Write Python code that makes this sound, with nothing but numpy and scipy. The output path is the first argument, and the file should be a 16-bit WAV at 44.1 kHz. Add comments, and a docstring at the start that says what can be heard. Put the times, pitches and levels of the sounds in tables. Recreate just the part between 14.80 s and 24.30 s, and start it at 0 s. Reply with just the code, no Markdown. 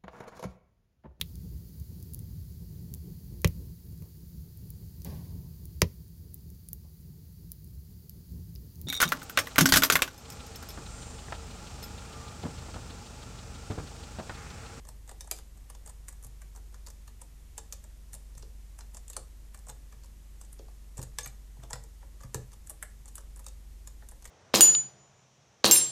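"""Over a low, slowly swelling hum and a faint hiss, pins tick close to the microphone in a quiet room.
A steel pick is raked in and out of a brass lock cylinder held in a small vice on a bench.
Each snap is noise bursts and decaying sines: a bright tick, a knock of the lock body, a shudder of the clamp.
Jostled pins rattle lightly during the strokes, whose own rub is all but inaudible; once the blade squeaks.
The hands bump the vice and the cylinder shifts in its jaws: soft pushes into resonances, with a short room tail."""
import sys
import numpy as np
from scipy import signal
from scipy.fft import rfft, irfft
from scipy.io import wavfile
from scipy.ndimage import uniform_filter1d

SR = 44100
rng = np.random.default_rng(int(sys.argv[2]) if len(sys.argv) > 2 else 0)


def unload_audio(sound):
    """Save the sound as a 16-bit wav file, at the path given as the first command line argument."""
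    columns = np.transpose(np.atleast_2d(sound))
    # keep every value between -1 and 1, then stretch to whole-number steps
    steps = np.round(np.clip(columns, -1, 1) * 32767)
    wavfile.write(sys.argv[1], SR, steps.astype(np.int16))


N = 418950
TIME = np.arange(N) / SR  # s

# Pins snapping over the pick, levels before each layer's offset. Each row: time in seconds, tick level in dB
# over 10 ms, tick centre in Hz, knock level in dB over 10 ms, knock centre in Hz.
PIN_SNAPS = [(0.088, -48.5, 7760, -54.5, 810), (0.2926, -49.5, 7000, -50.5, 1180),
             (0.4072, -43.5, 7200, -59, 1076), (0.5121, -27, 8800, -43.5, 890),
             (0.587, -53, 7230, -55.5, 1010), (0.774, -63.5, 7910, -65, 884), (0.9, -50, 8000, -54, 1060),
             (0.9494, -56, 5890, -59, 990), (1.0612, -49.5, 7800, -57, 790), (1.0747, -51, 8000, -57, 740),
             (1.096, -51.5, 8100, -58, 940), (1.2832, -45, 8000, -53, 1740),
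             (1.2872, -46.5, 8220, -68, 1470), (1.4372, -54, 8650, -67, 1150),
             (1.446, -49.5, 9500, -61, 600), (1.618, -55, 7950, -56, 1700), (1.7611, -54, 7970, -57.5, 935),
             (1.943, -56.5, 6997, -57.5, 1239), (2.07, -50, 7120, -54.5, 1179),
             (2.2775, -55, 7100, -59, 1180), (2.4169, -50, 8100, -56, 930),
             (2.7789, -39.5, 7250, -48.5, 890), (2.9244, -39.5, 8210, -57.5, 1151),
             (3.04, -56, 8000, -61, 939), (3.3323, -49, 8610, -61, 1810), (3.34, -45, 8710, -61, 860),
             (3.3493, -47.5, 8197, -59, 706), (3.5791, -52, 7200, -62.5, 1610),
             (3.6252, -61, 4740, -62, 921.5), (3.9887, -50.5, 8010, -55, 1090),
             (4.0078, -53.5, 5800, -59.5, 1330), (4.146, -49, 8000, -58.5, 797),
             (4.1689, -46.5, 7110, -57.5, 915), (4.2998, -43, 8140, -57.5, 666),
             (4.3318, -49, 6960, -62, 906), (4.366, -35, 7960, -42.5, 940),
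             (4.7457, -51.5, 8100, -53.5, 1660), (4.885, -48.5, 7600, -56, 990),
             (4.8977, -45, 7050, -52, 860), (5.1244, -62, 6924, -57.5, 1120),
             (5.244, -61, 7110, -64.5, 903), (5.6129, -51, 7950, -58, 1075),
             (5.7289, -50.5, 9730, -69, 1375), (5.7912, -58.5, 4710, -60.5, 620),
             (6.1787, -45, 7535, -49.5, 720), (6.1921, -51, 6600, -49.5, 847.5),
             (6.2276, -43.5, 8264, -52, 784), (6.3857, -32.5, 6700, -39.5, 1560),
             (6.459, -43.5, 6904, -46.5, 1430), (6.835, -54, 6450, -51, 668.4),
             (6.9065, -46, 7490, -47, 845), (6.931, -36, 6900, -40.5, 1400),
             (7.0377, -55, 7650, -61, 749.4), (7.227, -74, 6220, -56.5, 790),
             (7.406, -63, 6550, -57.5, 1093), (7.4345, -54, 8000, -53, 1100),
             (7.5443, -35, 7800, -40, 1086), (7.7308, -59, 7060, -61, 1228), (7.8718, -50, 9100, -68, 1580),
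             (7.8963, -40.5, 10000, -59, 1083), (7.9034, -46, 9250, -54.5, 745),
             (8.0262, -38, 9000, -43, 1760), (8.2851, -54, 7810, -72, 810), (8.3546, -44, 9240, -69, 1400),
             (8.3805, -48, 7405, -50.5, 1171), (8.5983, -59, 9090, -61, 710),
             (8.6647, -44.5, 7186, -53.5, 901.7), (9.073, -46.5, 7590, -58.5, 1015),
             (9.224, -76, 4160, -56.5, 860), (9.319, -60, 8990, -59, 719.8),
             (9.4539, -47.5, 7276, -52.5, 1878)]
# Strokes of the blade in the keyway, levels before each layer's scaling.
# Each row: start in seconds, end in seconds, steel level in dB, body level in dB.
BLADE_STROKES = [(0.044, 0.08, -60.5, -60), (0.271, 0.334, -59, -56.5), (0.411, 0.486, -57.5, -57.5),
                 (0.527, 0.594, -59, -67), (1.055, 1.124, -59, -65), (1.287, 1.332, -58.5, -59),
                 (1.42, 1.473, -56.5, -67), (1.734, 1.787, -61, -58.5), (1.911, 1.955, -68, -64),
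                 (2.047, 2.105, -56, -62.5), (2.41, 2.438, -57, -61), (2.768, 2.8, -55, -64),
                 (2.922, 2.947, -52, -57), (3.316, 3.364, -52, -59), (3.549, 3.63, -58.5, -64),
                 (3.98, 4.02, -71, -66), (4.134, 4.178, -65, -66), (4.262, 4.307, -59, -75),
                 (4.372, 4.41, -65, -71), (4.755, 4.81, -60, -66), (4.862, 4.91, -54.5, -57.5),
                 (5.225, 5.262, -67, -67), (5.6, 5.668, -63.5, -67), (5.881, 5.908, -75, -58),
                 (6.167, 6.243, -50, -54), (6.395, 6.476, -52.5, -60), (6.758, 6.869, -73, -64),
                 (6.892, 6.966, -58, -52), (7.4, 7.461, -64, -60), (7.707, 7.75, -61, -67),
                 (7.899, 7.93, -53, -68), (8.244, 8.279, -58.5, -62), (8.334, 8.411, -61, -69),
                 (8.546, 8.614, -59.5, -63), (8.639, 8.689, -54, -65), (9.065, 9.092, -62, -69),
                 (9.275, 9.33, -54, -65), (9.413, 9.494, -58.5, -65.5)]
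# Resonances of pick and pins. Each row: pitch in Hz, width in Hz, relative level in dB.
PICK_MODES = [(2710, 360, 8), (3576, 150, 6.5), (4370, 144, 3), (4824, 82, 0), (5320, 1000, -4.5),
              (6450, 250, 0), (7330, 2600, 0.5), (7760, 1050, -0.5), (8140, 1300, -6.5), (9340, 290, -2.5),
              (9280, 190, -6.5), (10250, 400, -5), (11800, 670, -14), (12160, 230, 4), (13480, 270, 1),
              (13600, 330, 3)]
# Resonances of cylinder and tension wrench. Each row: pitch in Hz, width in Hz, relative level in dB.
CYLINDER_MODES = [(447, 50, 0), (560, 55, 0), (825, 90, -1), (994, 110, 0), (1190, 130, -2),
                  (1400, 200, -10), (1705, 150, 0), (1900, 220, -7), (2345, 120, -6)]

HARD_DB = -36.5  # a snap with a tick above this level is hard
KNOCK_HZ = 1030  # centre of an ordinary knock


def from_db(db):
    """Decibels to gain."""
    return 10 ** (np.asarray(db) / 20)


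def rms_one(x):
    """Scale to unit power."""
    return x / np.sqrt(np.mean(x ** 2) + 1e-30)


def at_level(x, db):
    """Give a short sound the energy of 10 ms at this level."""
    return x * from_db(db) * np.sqrt(.01 * SR / (np.sum(x ** 2) + 1e-30))


def add(out, s, x):
    """Mix x into out from time s on."""
    i = max(int(s * SR), 0)
    out[i:i + len(x)] += x[:max(N - i, 0)]


def band(x, low_hz, high_hz, order=2):
    """Butterworth band-pass."""
    sos = signal.butter(order, [low_hz, min(high_hz, .47 * SR)], "band", fs=SR, output="sos")
    return signal.sosfilt(sos, x)


def focus(x, hz, breadth):
    """Keep the part of the spectrum around hz, breadth in octaves; the flanks fall 12 dB an octave."""
    edge = 2 ** np.clip(breadth / 2, .05, 2)
    return band(band(x, hz / edge, hz * edge, order=1), hz / edge, hz * edge, order=1)


def resonance(x, hz, width):
    """One resonance with gain 1 on top."""
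    r = np.exp(-np.pi * width / SR)
    feed = np.array([1, 0, -1]) * (1 - r * r) / 2
    feedback = [1, -2 * r * np.cos(2 * np.pi * hz / SR), r * r]
    return signal.lfilter(feed, feedback, x + 1e-18)


def shaped_noise(spectrum):
    """Steady noise with the given spectrum, rolled off beyond both ends, unit power."""
    hz, db = np.transpose(spectrum)
    bins = np.maximum(np.fft.rfftfreq(N, 1 / SR), 1)
    gain = from_db(np.interp(np.log(bins), np.log(hz), db))
    gain = gain / (1 + (hz[0] / bins) ** 2 / 2)
    gain = gain / np.hypot(1, (bins / hz[-1] / 2) ** 2)
    return rms_one(irfft(rfft(rng.standard_normal(N)) * gain, N))


def hum(drone_hz=48.9, drone_db=-48, swing=0.73, waver=0.15):
    """A low drone that swells slowly, and weaker lines that waver slightly in strength."""
    # Swell of the drone, its swing about the mean yet to be scaled. Each row: time in seconds, level in dB.
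    drone_swell = [(0.0, -51), (0.05, -49), (0.92, -49.5), (1.8, -44.5), (2.62, -52.5), (3.55, -45.5),
                   (5.08, -48.5), (7.06, -47), (7.88, -52.5), (8.57, -45), (9.23, -48.5), (9.5, -54.5)]
    # Weaker lines above the drone. Each row: pitch in Hz, level in dB rms.
    weaker_lines = [(70.0, -59.5), (149.5, -74.5), (199.4, -74.5)]
    s, db = np.transpose(drone_swell)
    swell = np.interp(TIME, s, db)
    drone_gain = from_db(drone_db + swing * (swell - swell.mean()))
    drone = drone_gain * np.sin(2 * np.pi * (drone_hz * TIME + rng.random()))
    knots = np.arange(0, 12, 1 / 2)  # s, a new strength every half second
    lines = 0
    for hz, db in weaker_lines:
        strength = 1 + waver * np.interp(TIME, knots, rng.standard_normal(len(knots)))
        lines = lines + from_db(db) * strength * np.sin(2 * np.pi * (hz * TIME + rng.random()))
    return np.sqrt(2) * (drone + lines)  # rms to peak


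def rumble(db=-56.5):
    """Still air in the room: steady low noise at this rms level."""
    # Each row: frequency in Hz, relative density in dB per Hz.
    air_spectrum = [(15, 0.5), (28, 0.5), (42, -5), (60, -6.5), (90, -9), (130, -12.5), (175, -22.5),
                    (230, -20), (320, -30.5)]
    return from_db(db) * shaped_noise(air_spectrum)


def hiss(db=-65):
    """Microphone hiss: steady broad noise at this rms level."""
    # Each row: frequency in Hz, relative density in dB per Hz.
    hiss_spectrum = [(150, -8), (250, -1.5), (318, 2.5), (384, -2), (641, -8), (984, -7.5), (1510, -11),
                     (1920, -8), (2240, -10), (2480, -10.5), (4680, -11.5), (7060, -8.5), (11000, -12.5),
                     (13800, -11.5), (15000, -55)]
    return from_db(db) * shaped_noise(hiss_spectrum)


def room(x, first_s=0.0039):
    """Diffuse reflections build up within milliseconds and die away band by band."""
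    # Small room. Each row: low edge in Hz, high edge in Hz, 60 dB decay in seconds, level in dB before the band.
    reflections = [(192, 715, 0.23, -2), (640, 4600, 0.29, -9), (2530, 12000, 0.25, -11.5)]
    t = TIME[:SR // 2]
    response = 0
    for low_hz, high_hz, t60, db in reflections:
        build_up = np.clip(t / first_s - 1 / 2, 0, 1)
        tail = rng.standard_normal(len(t)) * from_db(-60 * t / t60) * build_up
        tail = tail / np.sqrt(np.sum(tail ** 2))
        response = response + from_db(db) * band(tail, low_hz, high_hz)
    return signal.fftconvolve(x, response)[:N]


def blows(table, modes, push_s, rock_s, rock_db, count=2):
    """Half-sine pushes set a heavy part ringing, all its modes in step; it rocks twice more before it settles."""
    out, t = np.zeros(N), TIME[:SR // 3]
    push = np.sin(np.pi * np.minimum(t / push_s, 1))
    for s, db in table:
        for k in range(count + 1):
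            thump = 0
            for hz, width, level in modes:
                thump = thump + from_db(level + rng.normal(0, 2.6)) * resonance(push, hz, width)
            thump = thump / np.abs(thump).max()
            add(out, s + k * rock_s, from_db(db + rock_db * np.sqrt(k)) * thump)
    return out


def bench_bumps():
    """The hands bump the vice on its bench, and the bench resonates low."""
    # Each row: time in seconds, peak of the first thump in dB.
    bumps = [(0.09, -49.5), (1.455, -46), (3.336, -51), (3.571, -48.5), (4.37, -50), (4.893, -46.5),
             (6.189, -31.5), (6.384, -45), (6.465, -42.5), (6.79, -42), (6.935, -38.5), (7.447, -37),
             (7.5545, -29.5)]
    # Bench under the vice. Each row: pitch in Hz, width in Hz, relative level in dB.
    bench_modes = [(80, 24, -3), (102.5, 25, 4), (127.7, 7.6, 15), (143, 3.9, -27), (208, 57, -9)]
    return blows(bumps, bench_modes, push_s=0.0042, rock_s=.041, rock_db=-9.5)


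def jaw_clunks():
    """The cylinder shifts in the vice jaws; a shorter push rings them higher than the bench."""
    # Each row: time in seconds, peak of the first thump in dB.
    clunks = [(0.32, -48), (0.514, -43), (3.632, -46.5), (4.378, -46), (5.796, -41.5), (6.2, -41.5),
              (6.838, -48), (7.5455, -31.5)]
    # Vice jaws. Each row: pitch in Hz, width in Hz, relative level in dB.
    jaw_modes = [(240, 44, -8), (368, 69, -4), (426, 53, 6.5), (523, 32, 4)]
    return blows(clunks, jaw_modes, push_s=0.0012, rock_s=.036, rock_db=-15.5)


def ring(force, modes, vary_db, detune):
    """Every contact feeds the modes with strengths and signs of its own; its pressure shifts them a little."""
    size, side, shift = rng.standard_normal((3, len(modes)))
    out = 0
    for k, (hz, width, db) in enumerate(modes):
        gain = np.sign(side[k]) * from_db(db + vary_db * size[k])
        out = out + gain * resonance(force, hz * (1 + detune * shift[k]), width)
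    return out


def steel(force, crack_db):
    """The ring of pick and pins, plus the bare crack of the contact."""
    crack = from_db(crack_db) * band(force, 2720, 12900)
    return ring(force, PICK_MODES, vary_db=2.0, detune=0.019) + crack


def body(force, thud_db):
    """The ring of the clamped cylinder, plus its dead thud."""
    thud = from_db(thud_db) * band(force, 260, 3500)
    return ring(force, CYLINDER_MODES, vary_db=1.0, detune=0.014) + thud


def rasp(force, low_hz=2100, high_hz=5600):
    """Dry grit of steel on brass, between the main ring of the body and that of the pick."""
    return band(force, low_hz, high_hz)


def steel_pitch(s):
    """The blade rings at the pitch of the pin it is working on: the snap nearest in time."""
    return min(PIN_SNAPS, key=lambda snap: abs(snap[0] - s))[2]


def slips(per_s=3000):
    """Friction force: dense tiny slips of uneven size, scaled by uneven pressure."""
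    pressure = from_db(2.5 * rms_one(uniform_filter1d(rng.standard_normal(N), size=180)))
    return pressure * (rng.random(N) < per_s / SR) * rng.standard_normal(N)


def slides(steel_db=-.3, body_db=.5, rasp_db=-6.5, rub_db=-4, fade_s=.006,
           breadth=1.4, firm_db=-57, octaves_per_db=-3.0):
    """The sliding blade drives the same metal as the snaps do, and rubs dully through the vice, very faintly."""
    out, friction = np.zeros(N), slips()
    for start, end, steel_level, body_level in BLADE_STROKES:
        length = max(end - start, fade_s)
        t = TIME[:int((length + .04) * SR)]  # 40 ms for the ring to die away
        fade = np.clip(np.minimum(t, length - t) / fade_s, 0, 1)
        force = np.resize(friction[int(start * SR):][:len(t)], len(t)) * fade
        # a firm stroke scrapes more narrowly
        octaves = breadth + octaves_per_db * max(steel_level - firm_db, 0)
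        bright = focus(steel(force, crack_db=-4), steel_pitch(start + length / 2), octaves)
        bright = rms_one(bright) * from_db(steel_level + steel_db)
        grit = rms_one(rasp(force)) * from_db(steel_level + rasp_db)
        dull = resonance(body(force, thud_db=-5), 700, 1300)
        dull = rms_one(dull) * from_db(body_level + body_db)
        rub = rms_one(band(force, 220, 600)) * from_db(body_level + rub_db)
        # seconds over samples: this sets the stroke almost 50 dB down
        add(out, start, (bright + grit + dull + rub) * np.sqrt(length / len(t)))
    return out


def squeak(start=6.432, hz=6455, db=-40, rise_s=0.00081, hold_s=.012, t60=0.079, jitter_hz=45):
    """Stick-slip locks on to one mode of the pick for a moment: a sine of unsteady pitch."""
    t = TIME[:SR // 10]
    swell = (1 - np.exp(-t / rise_s)) * from_db(-60 * np.maximum(t - hold_s, 0) / t60)
    pitch = hz + jitter_hz * rms_one(uniform_filter1d(rng.standard_normal(len(t)), size=90))
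    out = np.zeros(N)
    add(out, start, from_db(db) * swell * np.sin(2 * np.pi * np.cumsum(pitch) / SR))
    return out


def lead_ins(lead_s=.012, breadth=0.93, under_db=-12, swell_db=16, bright_limit_db=-62, dull_limit_db=-63):
    """A very faint noise swells for 12 ms before each snap, at a capped level."""
    out, t = np.zeros(N), TIME[:max(int(lead_s * SR), 2)]
    for s, tick_level, tick_hz, knock_level, knock_hz in PIN_SNAPS:
        noise = rng.laplace(0, 1, len(t)) * from_db(swell_db * t / lead_s)
        bright = focus(noise, tick_hz, breadth)
        bright = at_level(bright, min(tick_level + under_db, bright_limit_db))
        dull = resonance(noise, knock_hz, 1900)
        dull = at_level(dull, min(knock_level + under_db, dull_limit_db))
        add(out, s - lead_s, bright + dull)
    return out


def chatter(t60, impact, rise_s):
    """Force of one snap: the contact lets go, strikes, and its micro-bounces die within hundredths of a second."""
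    t = TIME[:4096]
    force = rng.laplace(0, 1, len(t)) * from_db(-60 * t / t60) * np.minimum(t / rise_s, 1)
    force[int(rise_s * SR / 2)] = impact
    return force


def shudders(db=-7.5, db_per_octave=-5, rise_s=.005, t60=0.052, low_hz=420, high_hz=730, thud_db=-5):
    """Knocks pass on into the clamp, the dull ones most; the cylinder's low modes answer late and slowly."""
    out = np.zeros(N)
    for s, tick_level, tick_hz, knock_level, knock_hz in PIN_SNAPS:
        low = band(body(chatter(t60, impact=0, rise_s=rise_s), thud_db), low_hz, high_hz)
        level = knock_level + db + db_per_octave * np.log2(knock_hz / KNOCK_HZ)
        add(out, s, at_level(low, level))
    return out


def nearest(modes, hz):
    """Pitch of the mode that lies closest to hz."""
    return min((mode[0] for mode in modes), key=lambda f: abs(np.log(f / hz)))


def ping(hz, cycles=30, rise_s=0.00031):
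    """A singing mode: a sine that dies away by 60 dB in 8.5 ms plus a few dozen cycles."""
    t = TIME[:SR // 10]
    t60 = 0.0085 + cycles / hz
    return np.sin(2 * np.pi * hz * t) * np.minimum(t / rise_s, 1) * from_db(-60 * t / t60)


def singing(steel_db=-15, body_db=-7.5, db_per_octave=3, reach_octaves=.42, count=3):
    """A snap sets the body mode nearest its knock singing; a hard one also steel modes around its tick."""
    out = np.zeros(N)
    for s, tick_level, tick_hz, knock_level, knock_hz in PIN_SNAPS:
        # high knocks sing most
        level = knock_level + body_db + db_per_octave * np.log2(knock_hz / KNOCK_HZ)
        add(out, s, at_level(ping(nearest(CYLINDER_MODES, knock_hz)), level))
        if tick_level > HARD_DB:
            for hz in tick_hz * 2 ** np.linspace(-2 * reach_octaves, reach_octaves / 2, count):
                add(out, s, at_level(ping(nearest(PICK_MODES, hz)), tick_level + steel_db))
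    return out


def rebounds(after_s=.01, tick_db=-15.5, knock_db=-15.5):
    """A freed pin drops back once on its spring, more softly."""
    return [(s + after_s * rng.uniform(.6, 1.4), tick + tick_db, tick_hz, knock + knock_db, knock_hz)
            for s, tick, tick_hz, knock, knock_hz in PIN_SNAPS]


def jostles(per_s=45, tick_db=2, knock_db=-0.5, scatter_db=2.5):
    """Pins that the moving blade only jostles: light contacts scattered along each stroke."""
    touches = []
    for start, end, steel_level, body_level in BLADE_STROKES:
        count = max(int(round((end - start) * per_s)), 0)
        for k in range(count):
            s = start + (end - start) * (k + rng.random()) / count
            tick, knock = scatter_db * rng.standard_normal(2)
            tick_level = steel_level + tick_db + tick
            knock_level = body_level + knock_db + knock
            touches.append((s, tick_level, steel_pitch(s), knock_level, rng.uniform(425, 990)))
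    return touches


def tick_width(hz, db, full_ring_hz=6900, full_octaves=1.48, purer_per_octave=2.13, octaves_per_db=-0.02):
    """Octaves a tick spans: most where the steel rings most fully, less away from there and in hard snaps."""
    away = abs(np.log2(hz / full_ring_hz))
    return full_octaves / (1 + purer_per_octave * away) + octaves_per_db * max(db - HARD_DB, 0)


def snaps(tick_db=0.1, knock_db=-2.0, rasp_db=-17.0, spit_db=-16, knock_breadth=1.7, crack_per_hard_db=0.77):
    """Pins slip off the pick; where each strikes decides which modes speak, and hard snaps crack more than ring."""
    out = np.zeros(N)
    for s, tick_level, tick_hz, knock_level, knock_hz in PIN_SNAPS + rebounds() + jostles():
        octaves = tick_width(tick_hz, tick_level)
        crack = crack_per_hard_db * max(tick_level - HARD_DB, 0)  # dB
        force = chatter(t60=0.028, impact=7.9, rise_s=.0009)
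        tick = focus(steel(force, crack_db=-2.5), tick_hz, octaves)
        tick = at_level(tick, tick_level + tick_db - crack / 2)
        knock = body(chatter(t60=0.027, impact=6.4, rise_s=0.0014), thud_db=-11)
        knock = at_level(focus(knock, knock_hz, knock_breadth), knock_level + knock_db)
        # a narrow tick has little grit
        grit = at_level(rasp(force), tick_level + rasp_db + crack) * min(octaves, 1)
        # the sharp edge of the contact
        spit = at_level(band(force, 9900, 13400), tick_level + spit_db + crack)
        add(out, s, tick + grit + spit + knock)
    return out


def scene():
    """The lock in its room, over hum, rumble and hiss."""
    background = hum() + rumble() + hiss()
    picking = slides() + squeak() + lead_ins() + shudders() + singing() + snaps()
    lock = bench_bumps() + jaw_clunks() + picking
    return (lock + room(lock) + background)[None]


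def record(dry):
    """The top is cut steeply at 15 kHz."""
    return signal.sosfilt(signal.ellip(10, .2, 80, 15000, fs=SR, output="sos"), dry)


dry = scene()
out = record(dry)
unload_audio(out)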